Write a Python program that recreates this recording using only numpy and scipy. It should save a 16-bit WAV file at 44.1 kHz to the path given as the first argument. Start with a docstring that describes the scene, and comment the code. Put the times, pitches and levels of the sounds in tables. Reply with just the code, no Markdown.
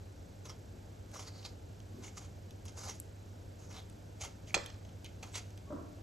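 """A peeler tears the skin of a tomato, each stroke a dense run of tiny ruptures with wet pops and squeaks.
The swivel blade ticks in its holder and once snaps hard as it slips off the fruit; peel slaps the plate.
All this is close to a phone in a small tiled kitchen. Near the end something further off squeals and
thuds dully against a panel. Underneath sits a bed of appliance hum, air and a faint electrical whine."""
import sys
import numpy as np
from scipy import signal
from scipy.fft import rfft, irfft
from scipy.io import wavfile

SR = 44100
rng = np.random.default_rng(int(sys.argv[2]) if len(sys.argv) > 2 else 0)


def unload_audio(sound):
    """Save the sound as a 16-bit wav file, at the path given as the first command line argument."""
    columns = np.transpose(np.atleast_2d(sound))
    # keep every value between -1 and 1, then stretch to whole-number steps
    steps = np.round(np.clip(columns, -1, 1) * 32767)
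    wavfile.write(sys.argv[1], SR, steps.astype(np.int16))


N = 265482
T = np.arange(N) / SR
FREQ = np.arange(N + 1) * SR / (2 * N)

# Table levels are trims ahead of the layer and mix gains.
# blade strokes: cut start t/s, dig-in/s, hold/s, rasp level/dB, flesh re rasp/dB, buzz re rasp/dB
STROKES = [ (0.456, 0.0054, 0.0037, -52, 2, -3), (0.495, 0.0031, 0.0079, -56, 3, 1.5),
           (1.143, 0.017, 0.012, -50.5, 1, -6.5), (1.161, .005, 0.009, -53, 3.5, -2.5),
           (1.195, .014, 0.014, -50.5, 0, -4), (1.22, .008, 0.017, -52.5, -5, -5.5),
           (1.270, 0.024, 0.011, -54.5, 3, -2.5), (1.340, .020, 0.1, -63, 0, -5),
           (1.45, 0.011, 0.012, -51.5, 0, -4.5), (2.041, 0.037, 0.043, -54, -2.5, -2.5),
           (2.173, 0.01, 0.0031, -46, -5.5, -6.5), (2.212, .009, 0.046, -59.5, 0, -2),
           (2.657, 0.0028, .004, -54, -5.5, -10), (2.682, 0.0026, 0.0044, -52.5, -8, -4),
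           (2.776, 0.014, 0.017, -48, -1.5, -11), (2.807, .008, 0.016, -49, -3, -10),
           (2.835, .006, 0.013, -47, -3, -10), (2.857, .008, 0.02, -50.5, 0, -10),
           (2.886, 0.024, 0.02, -46, -2, -2.5), (2.942, .005, 0.012, -54.5, -13, -9),
           (3.595, .020, 0.11, -64, -2.5, -9), (3.708, 0.011, 0.019, -56.5, 1.5, -2.5),
           (3.744, 0.0044, 0.009, -57, 4.5, 0), (3.764, .008, 0.032, -60, 6, 2.5),
           (4.211, 0.0057, 0.01, -42, -8, -4.5), (4.237, 0.015, 0.02, -46, -2, -2.5),
           (4.476, 0.012, 0.027, -57.5, -10, -1.5), (5.047, 0.0023, 0.0087, -62, -25, 10.5),
           (5.228, 0.002, 0.0045, -50, 5, 0.5), (5.265, .012, 0.023, -60.5, 3, -5),
           (5.345, 0.015, 0.037, -44.5, -5.5, -1), ]
# bright rasp of tearing skin: f/Hz, level/dB
SKIN_EQ = [(1500, -48), (3200, -4), (4500, -2.5), (5400, 1.5), (6400, 6), (7400, 2), (8400, -7.5),
           (9700, -1), (11000, 1.5), (12200, -45), (15000, -21)]
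# wet flesh under the blade: f/Hz, level/dB
FLESH_EQ = [(60, -34), (150, -47), (450, 10), (650, 3.5), (850, 5.5), (1000, 1), (1280, 4), (1750, -6.5),
            (2600, -56), (5000, -20)]
# blade squeaks on smooth skin: centre t/s, half length/s, f/Hz, glide/(Hz/s), level/dB
SQUEAKS = [(0.455, 0.0091, 6250, 0, -61), (0.5, 0.014, 5580, -6000, -55.5),
           (1.181, .05, 5650, -11000, -60.5), (1.278, 0.019, 4580, -3000, -57.5),
           (1.385, 0.074, 4430, 0, -64.5), (1.46, 0.013, 4380, 0, -48), (1.488, 0.013, 4560, 4000, -66),
           (2.074, 0.021, 6600, 0, -61), (2.2, 0.087, 7050, 0, -72), (2.861, 0.055, 4730, -4000, -63),
           (2.899, 0.025, 6000, -6000, -53), (3.645, 0.045, 6400, -4000, -72), (3.709, 0.016, 5800, 0, -63),
           (3.755, 0.035, 5350, 0, -66), (3.779, 0.037, 3710, -500, -59.5), (5.36, 0.022, 7640, 0, -51.5)]
# wet pops in the strokes, the plop of landing peel, the ping of one blade tick: t/s, f/Hz, level/dB
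POPS = [(1.158, 1140, -38), (2.042, 2160, -50), (2.081, 2130, -43), (2.177, 1240, -42), (2.179, 2550, -43),
        (2.68, 3100, -41), (3.748, 1180, -49), (4.475, 3130, -47), (4.496, 2300, -45), (4.507, 2200, -36.5),
        (4.567, 500, -38), (4.568, 950, -34), (4.661, 3180, -32), (5.231, 2460, -35)]
# light blade ticks: t/s, level/dB, knock re tick/dB
TICKS = [(1.116, -50, -9), (1.429, -59, 5), (1.451, -55.5, 10), (1.802, -56.5, -1), (2.508, -49, -5.5),
         (2.6537, -45, -13), (2.678, -61, -7), (2.8935, -54, 2), (3.0003, -26, -38), (3.899, -47.5, -13.5),
         (4.2121, -48.5, 1), (4.532, -51, -18), (4.6615, -35.5, -11.5), (4.701, -53, 2), (4.743, -62, 4),
         (4.85, -58, 0.5), (4.891, -61, 1.5), (5.045, -40, -8), (5.061, -49, 0.5), (5.505, -53, -7),
         (5.576, -48, -5.5)]
# bright edge of a tick: f/Hz, level/dB
EDGE_EQ = [(2000, -38), (4500, -21.5), (6300, -19), (8000, 1), (10000, 5.5), (12000, -8), (15000, -17)]
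# knock of the plastic holder: f/Hz, level/dB
HOLDER_EQ = [(100, -26), (500, 1), (1200, -13), (2300, -0.5), (3200, 2.5), (4500, -7.5), (6500, 1),
             (9000, -59)]
# the hard snap and its rebounds: t/s, level/dB
SNAPS = [(4.5425, -1.5), (4.5442, 1), (4.547, -21)]
# peeler resonances, the widest being the damped holder: f/Hz, width/Hz, level/dB
PEELER_MODES = [(456, 41, -15), (526, 44, -22), (557, 38, -7), (760, 51, 3.5), (927, 73, -2),
                (1150, 79, -13), (1247, 54, 2), (1331, 42, 0), (1630, 57, -19), (1800, 90, 0),
                (1990, 56, -1), (2100, 26, -17), (2463, 150, 21.5), (2438, 51, 7), (3240, 49, 2),
                (3465, 59, 0), (3620, 52, -4.5), (4236, 32, 0.5), (4340, 68, 0.5), (4500, 34, -13),
                (4860, 40, -2), (5224, 56, 0), (5930, 31, -8), (6400, 47, 5), (6240, 41, -12),
                (6820, 36, -10), (7500, 71, 0), (7600, 58, 4.5), (7670, 20, -8), (9060, 130, 5),
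                (10440, 106, 2)]
# crack of the snap: f/Hz, level/dB
CRACK_EQ = [(40, -20), (100, 15), (180, 5.5), (300, 0), (600, -3), (1300, -2), (2500, -1), (4000, -9),
            (7000, -3), (8200, -37), (11000, -39), (15000, -35)]
# loose blade rattling in its holder: f/Hz, level/dB
RATTLE_EQ = [(250, -19), (650, 1), (950, -5), (1300, 2), (1600, -3), (1900, 1), (2500, -15), (3400, -9),
             (5500, -1), (8000, -34)]
# peel landing on the plate: t/s, level/dB
SLAPS = [(4.548, -30.5), (4.567, -27.5), (4.58, -39), (4.592, -45)]
# soft body of a slap: f/Hz, level/dB
SLAP_EQ = [(90, 3), (180, -10), (360, 7), (540, 12), (850, -12), (1500, -14), (3000, -48)]
# the fruit shifting in the fingers: centre t/s, half length/s, level/dB
GRIPS = [(0.756, 0.028, -55), (1.206, 0.084, -78), (1.977, 0.069, -50.5), (2.715, 0.046, -70),
         (4.994, 0.05, -66)]
# dull rub of the hand: f/Hz, level/dB
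PALM_EQ = [(80, -33), (160, 7.5), (320, 8), (500, -7), (1200, -33), (2500, -31)]
# far thud and its rattle: t/s, knock level/dB, panel level/dB, panel tilt/(dB/octave)
THUDS = [(5.704, -6, 1.5, 0), (5.722, -1, -1, 4), (5.74, -10, -11, -11), (5.761, -7, -6, -1),
         (5.772, -10, -11, 2), (5.788, -5, -11, 1), (5.807, -12, -16, -8), (5.984, -18, -15.5, -7)]
# body of the thud: f/Hz, level/dB
THUD_EQ = [(70, -6), (140, 7), (300, -3), (450, -4), (630, 3), (830, -13), (1100, -3), (1500, -18),
           (2100, -37), (4000, -49)]
# resonances of the shaken panel: f/Hz, width/Hz, level/dB
PANEL_MODES = [(255, 25, 1.5), (308, 26, -4.5), (450, 33, -3), (587, 36, 1.5), (655, 41, -20),
               (920, 48, -5.5), (1085, 32, -10), (1296, 34, -11), (1500, 50, -16)]
# far squeals of something rubbing as it is pushed: centre t/s, half length/s, f/Hz, glide/(Hz/s), level/dB
SQUEALS = [(1.955, .04, 1120, 0, -29), (5.686, 0.018, 1115, 0, -17), (5.721, 0.015, 584, -2000, -1),
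           (5.737, 0.017, 303, -500, 2.5)]
# appliance hum partials: f/Hz, level/dB
HUM_PARTIALS = [(43.5, -66), (62.5, -64.5), (90.3, -59), (100, -53.5), (109.8, -69), (150.8, -76),
                (243, -80.5), (299.8, -70)]
# steady kitchen air: f/Hz, level/dB
AIR_EQ = [(18, -35), (35, -12), (50, -10.5), (85, 3.5), (125, -7), (190, -7), (290, -12), (600, -13),
          (850, -19), (1100, -26), (1550, -25.5), (1900, -31), (5000, -33.5), (6300, -32.5), (8600, -40.5),
          (10200, -35.5), (12000, -39.5), (15000, -46.5)]
# first echoes off board, plate and wall: left delay/s, right delay/s, level/dB
ECHOES = [(.0011, 0.0052, -21), (.0031, 0.0011, -37), (.0046, .0058, -56)]
# reverb send of the snap and slaps: f/Hz, level/dB
HIT_SEND_EQ = [(200, 3), (420, -2.5), (800, 2), (1400, 4), (1950, 1.5), (2250, -5), (2500, -8), (2900, -5),
               (3500, 3.5), (5250, -2), (6400, -3), (8000, 3)]
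# width of diffuse sound: f/Hz, side re mid/dB
DIFFUSE_WIDTH = [(60, -30), (110, -10.5), (200, -13), (370, -5), (670, 1.5), (1200, 2), (2200, -9),
                 (4000, -4.5), (6500, -36), (15000, 7)]
# pan of the hands: f/Hz, left minus right/dB
HANDS_PAN = [(200, 4), (400, -1), (700, -2), (1200, 2.5), (2300, -1), (4200, -1.5), (6500, -2), (9000, 0)]
# pan of the snap and slaps: f/Hz, left minus right/dB
HIT_PAN = [(200, -2), (370, -2), (670, 7), (1220, -4), (2240, -2), (4100, -8), (7500, -5)]
# pan of the room: f/Hz, left minus right/dB
ROOM_PAN = [(40, 5.5), (90, -2), (170, 1), (350, 1.3), (650, 2.5), (1200, -1), (2500, -4.5), (4500, -4),
            (6500, 0.5)]
# arrival lag of close sound: f/Hz, left behind right/rad
ARRIVAL_LAG = [(250, 0.024), (650, 1), (1000, 1), (1500, 0.24), (2600, 0.8), (4200, 0.93), (5800, 0)]
# left and right out of phase in the top treble, wide and hollow: f/Hz, left ahead of right/half turns
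TREBLE_PHASE = [(8000, 0), (9000, .85), (10400, .85), (11800, 2), (13000, 2), (14500, 2.7)]


def peeling():
    """The blade tears the skin in grains; juice squelches in the flesh, the holder buzzes and crackles."""
    force = np.zeros((3, N))  # envelopes of skin, flesh and buzz
    for start, dig, hold, db, flesh_db, buzz_db in STROKES:
        levels = undb([[db], [db + flesh_db], [db + buzz_db]])
        force = np.maximum(force, levels * stroke_envelope(start, dig, hold))
    tear = ruptures(rate=3000, spread_db=2, smear=0.71) * undb(1.4 * wander(67))
    tear += undb(-10.5) * ruptures(rate=320, spread_db=-2, smear=0)
    fibres = grains(count=4200, low_hz=4170, high_hz=8340, cycles=5, spread_db=13)
    juice = grains(count=1900, low_hz=655, high_hz=1378, cycles=1.2, spread_db=6)
    crackle = grains(count=1500, low_hz=1883, high_hz=4230, cycles=6.7, spread_db=15.5)
    skin = unit(colour(tear + undb(-11) * fibres, SKIN_EQ))
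    flesh = unit(unit(colour(tear, FLESH_EQ)) + undb(-2) * juice)
    holder = resonate(tear, 2130, 266) - undb(1) * resonate(tear, 3290, 470)
    holder += undb(-7.5) * resonate(tear, 4470, 640)
    holder = shape(holder, 1 / np.hypot(1, (FREQ / 5000) ** 3))
    blade = resonate(resonate(tear, 6200, 1600), 6200, 1600)
    buzz = unit(unit(holder + undb(-20) * blade) + undb(-5.5) * crackle)
    drag = undb(0.72 * wander(45.6))  # the skin resists unevenly
    return drag * np.sum(force * np.array([skin, flesh, buzz]), axis=0)


def stroke_envelope(start, dig, hold):
    """The blade bites, eases as it cuts and drops away as the skin lets go, inside a lighter slide."""
    bite_db, ease_db_per_s, release_db_per_s = 19, 34, 571
    before = np.maximum(start - T, 0) / dig
    after = np.maximum(T - start - hold, 0)
    cut_db = -bite_db * before - release_db_per_s * after
    slide_db = -12.5 - 4 * before - 152 * after  # quieter, with slower attack and release
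    return undb(np.maximum(cut_db, slide_db) - ease_db_per_s * np.clip(T - start, 0, hold))


def ruptures(rate, spread_db, smear):
    """Random clicks of uneven size, as of bursting cells, over a smooth rub of noise."""
    sizes = undb(spread_db * np.minimum(rng.exponential(size=N), 4))
    clicks = (rng.random(N) < rate / SR) * sizes * rng.choice([-1, 1], N)
    return unit(clicks) + smear * noise()


def grains(count, low_hz, high_hz, cycles, spread_db):
    """Tiny bursts at random moments, each ringing a few cycles at its own pitch and strength."""
    when, pitch, size = rng.random((count, 3)).T[:, :, None]
    hz = low_hz * (high_hz / low_hz) ** pitch
    age = T[:400]
    life = np.exp(-hz * age / cycles)
    waves = undb(spread_db * size) * np.sqrt(hz) * life * (1 - life ** 2) * np.sin(2 * np.pi * hz * age)
    places = (when * N).astype(int) + np.arange(len(age))
    return unit(np.bincount(places.ravel(), waves.ravel(), N)[:N])


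def squeaks():
    """Fast, uneven stick-slip sings in a narrow band that glides as the blade rounds the fruit."""
    slips = ruptures(rate=2900, spread_db=4.5, smear=0.077)
    band = unit(resonate(resonate(slips, 5000, 1000), 5000, 1000))
    baseband = signal.hilbert(band) * np.exp(-2j * np.pi * 5000 * T)  # down to 0 Hz, ready to retune
    return sum(undb(db + 5) * swell(s, half) * np.real(baseband * np.exp(1j * glide_phase(s, hz, glide)))
               for s, half, hz, glide, db in SQUEAKS)


def pops():
    """Short pitched pops, plops and a ping: each rings for a few cycles and rises a little in pitch."""
    cycles, rise, attack_s = 3.8, 0.021, 0.0002
    out = np.zeros(N)
    for s, hz, db in POPS:
        age = np.maximum(T - s, 0)
        life = np.exp(-hz * age / cycles)
        phase = 2 * np.pi * hz * age * (1 + rise * (1 - life))
        out += undb(db) * life * (1 - np.exp(-age / attack_s)) * np.sin(phase)
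    return out


def blade_ticks():
    """The blade taps its stops: a bright edge and a duller knock of the holder."""
    edge = bursts([(s, db) for s, db, _ in TICKS], t60=0.0071)
    knock = bursts([(s, db + knock_db) for s, db, knock_db in TICKS], t60=0.025)
    return colour(edge, EDGE_EQ) + undb(4.5) * colour(knock, HOLDER_EQ)


def snap():
    """The peeler slips off and the blade slams home, ringing the whole tool, then rattles to rest."""
    start = SNAPS[0][0]
    rattle = colour(ruptures(rate=420, spread_db=6.5, smear=0.18) * decay(0.5, start), RATTLE_EQ)
    tool = ring(PEELER_MODES, start, waver_hz=16)
    crack = colour(bursts(SNAPS, t60=0.065), CRACK_EQ)
    return undb(-27.5) * tool + undb(-31) * crack + undb(-43.5) * rattle


def peel_drop():
    """Wet peel lands on the plate in a few quick slaps."""
    return colour(bursts(SLAPS, t60=0.033), SLAP_EQ)


def finger_rub():
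    """Fingers rub dully on the fruit as it shifts."""
    return colour(noise(), PALM_EQ) * sum(undb(db) * swell(s, half) for s, half, db in GRIPS)


def far_thud():
    """Something further off squeals, groans and knocks unevenly against a panel, with a long room tail."""
    waver = 0.5 * wander(40)
    squeal = sum(undb(db) * swell(s, half) * np.sin(glide_phase(s, hz, glide) + waver)
                 for s, half, hz, glide, db in SQUEALS)
    panel = sum(undb(panel_db) * ring(PANEL_MODES, s, waver_hz=4, sharp=0.085, tilt_db=tilt)
                for s, _, panel_db, tilt in THUDS)
    knock = colour(bursts([row[:2] for row in THUDS], t60=0.055), THUD_EQ)
    thud = undb(-0.5) * panel + undb(0.5) * knock + squeal
    return undb(-42.5) * thud + undb(-49) * kitchen_reverb(thud, t60=0.73, treble_hz=2500, predelay_s=0.004)


def appliance_hum():
    """Motor and mains partials, each drifting slightly in level and phase."""
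    hum = np.zeros(N)
    for hz, db in HUM_PARTIALS:
        gain = np.sqrt(2) * undb(db + 0.5 * wander(3.7))
        hum += gain * np.sin(2 * np.pi * (hz * T + rng.random()) + 0.25 * wander(0.41))
    return hum


def room_air():
    """Moving air: a steady hiss over a wavering rumble."""
    air = undb(-53) * unit(colour(diffuse_noise(), AIR_EQ))
    rumble = shape(air, 1 / (1 + (FREQ / 700) ** 2))
    return air + rumble * (undb(0.83 * wander(23)) - 1)


def electrical_whine():
    """A faint high tone and fizz, gated on thirty times a second."""
    gate = np.clip(2 * np.cos(2 * np.pi * 30 * (T + 0.006)) - 0.7, 0, 1)
    tone = np.sqrt(2) * np.sin(2 * np.pi * 7670 * T + 0.77 * wander(100))
    fizz = unit(resonate(resonate(noise(), 8050, 420), 7130, 420))
    return gate * (undb(-74.5) * tone + undb(-76.5) * fizz)


def worktop(x, pan):
    """Close sound placed between the microphones, plus first echoes that lose their treble."""
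    echoes = sum(undb(db) * np.exp(-2j * np.pi * FREQ * np.array([[left], [right]]))
                 for left, right, db in ECHOES)
    direction = pan_gains(pan) * np.exp(-1j * split(ARRIVAL_LAG))
    return shape(x, direction * (1 + echoes / np.hypot(1, FREQ / 5000)))


def kitchen_reverb(x, t60, treble_hz, predelay_s):
    """Tiled walls return a diffuse tail with its top rolled off."""
    tail = shape(diffuse_noise() * decay(t60, predelay_s), 1 / np.hypot(1, FREQ / treble_hz))
    return signal.fftconvolve(x[None], tail / np.sqrt(np.sum(tail ** 2) / 2), axes=1)[:, :N]


def diffuse_noise():
    """Stereo noise from all sides: near mono in the bass, wide in the mids."""
    width = undb(curve(DIFFUSE_WIDTH))
    mid = shape(noise(), 1 / np.hypot(1, width))
    side = shape(noise(), width / np.hypot(1, width))
    return np.array([mid + side, mid - side])


def ring(modes, s, waver_hz, sharp=0, tilt_db=0):
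    """Damped modes struck at s; loose contact makes each pitch waver, and a hard blow starts sharp."""
    attack_s, settle_s = 0.0025, 0.016
    t = T[:SR // 3]
    hz, width, db = np.transpose(modes)[:, :, None]
    sign = (-1) ** (np.arange(len(modes)) // 2)[:, None]  # modes swing towards or away from the listener
    waver = np.cumsum(rng.standard_normal((len(modes), len(t))), axis=1) * np.sqrt(2 * np.pi * waver_hz / SR)
    phase = 2 * np.pi * hz * (t + sharp * settle_s * (1 - np.exp(-t / settle_s))) + waver
    gain = sign * undb(db + tilt_db * np.log2(hz / np.median(hz)))
    sound = np.sum(gain * np.exp(-np.pi * width * t) * np.sin(phase), axis=0)
    return np.pad(sound * (1 - np.exp(-t / attack_s)), (int(s * SR), N))[:N]


def bursts(rows, t60):
    """A short noise hit for each (t/s, level/dB) row."""
    return noise() * sum(undb(db) * decay(t60, s) for s, db in rows)


def decay(t60, start):
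    """An envelope that opens at start and falls 60 dB in t60 seconds."""
    return (T >= start) * np.exp(-np.log(1000) * np.maximum(T - start, 0) / t60)


def swell(s, half):
    """A smooth bump centred on s."""
    return np.exp(-((T - s) / half) ** 2)


def glide_phase(s, hz, glide):
    """Phase of a steady glide that passes through hz at time s."""
    return 2 * np.pi * (hz + glide * (T - s) / 2) * (T - s)


def wander(rate_hz):
    """Smooth random modulation at rms 1."""
    return unit(shape(noise(), np.exp(-(FREQ / rate_hz) ** 2)))


def noise():
    """White noise."""
    return rng.standard_normal(N)


def resonate(x, hz, width):
    """One resonance, gain 1 at its centre."""
    return shape(x, 1j * FREQ * width / (hz ** 2 - FREQ ** 2 + 1j * FREQ * width))


def colour(x, eq):
    """Apply an EQ curve, keeping the power of white noise."""
    return shape(x, unit(undb(curve(eq))))


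def shape(x, gain):
    """Apply a gain per frequency."""
    return irfft(rfft(x, 2 * N) * gain)[..., :N]


def pan_gains(pan):
    """Left and right gains from a pan curve."""
    return undb(split(pan))


def split(points):
    """Share a difference curve: plus half to the left, minus half to the right."""
    return np.array([[1], [-1]]) * curve(points) / 2


def curve(points):
    """Join (f/Hz, value) points on a log-frequency axis."""
    hz, value = np.transpose(points)
    return np.interp(np.log(FREQ + 1), np.log(hz), value)


def unit(x):
    """Scale to rms 1."""
    return x / np.sqrt(np.mean(x ** 2))


def undb(db):
    """Decibels to gain."""
    return 10 ** (np.asarray(db) / 20)


def scene():
    """The mix: peeling and hits up close; their reverb, the far thud and the bed behind."""
    hands = peeling() + squeaks() + pops() + finger_rub() + blade_ticks()
    hits = snap() + peel_drop()
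    close = worktop(hands, HANDS_PAN) + worktop(hits, HIT_PAN)
    hit_send = shape(hits, undb(curve(HIT_SEND_EQ)))
    walls = undb(-16) * kitchen_reverb(hands, t60=0.26, treble_hz=3430, predelay_s=0.003)
    walls += undb(-15.5) * kitchen_reverb(hit_send, t60=0.44, treble_hz=4970, predelay_s=0.0097)
    room = walls + far_thud() + appliance_hum() + room_air() + electrical_whine()
    return undb(-2.5) * close + shape(room, pan_gains(ROOM_PAN))


def record(dry):
    """Left and right drift out of phase in the top treble, wide and hollow; the very top is cut."""
    top_hz = 14400
    widened = shape(dry, np.exp(1j * np.pi * split(TREBLE_PHASE)))
    return signal.sosfilt(signal.ellip(8, 0.2, 70, top_hz, fs=SR, output="sos"), widened)


dry = scene()
out = record(dry)
unload_audio(out)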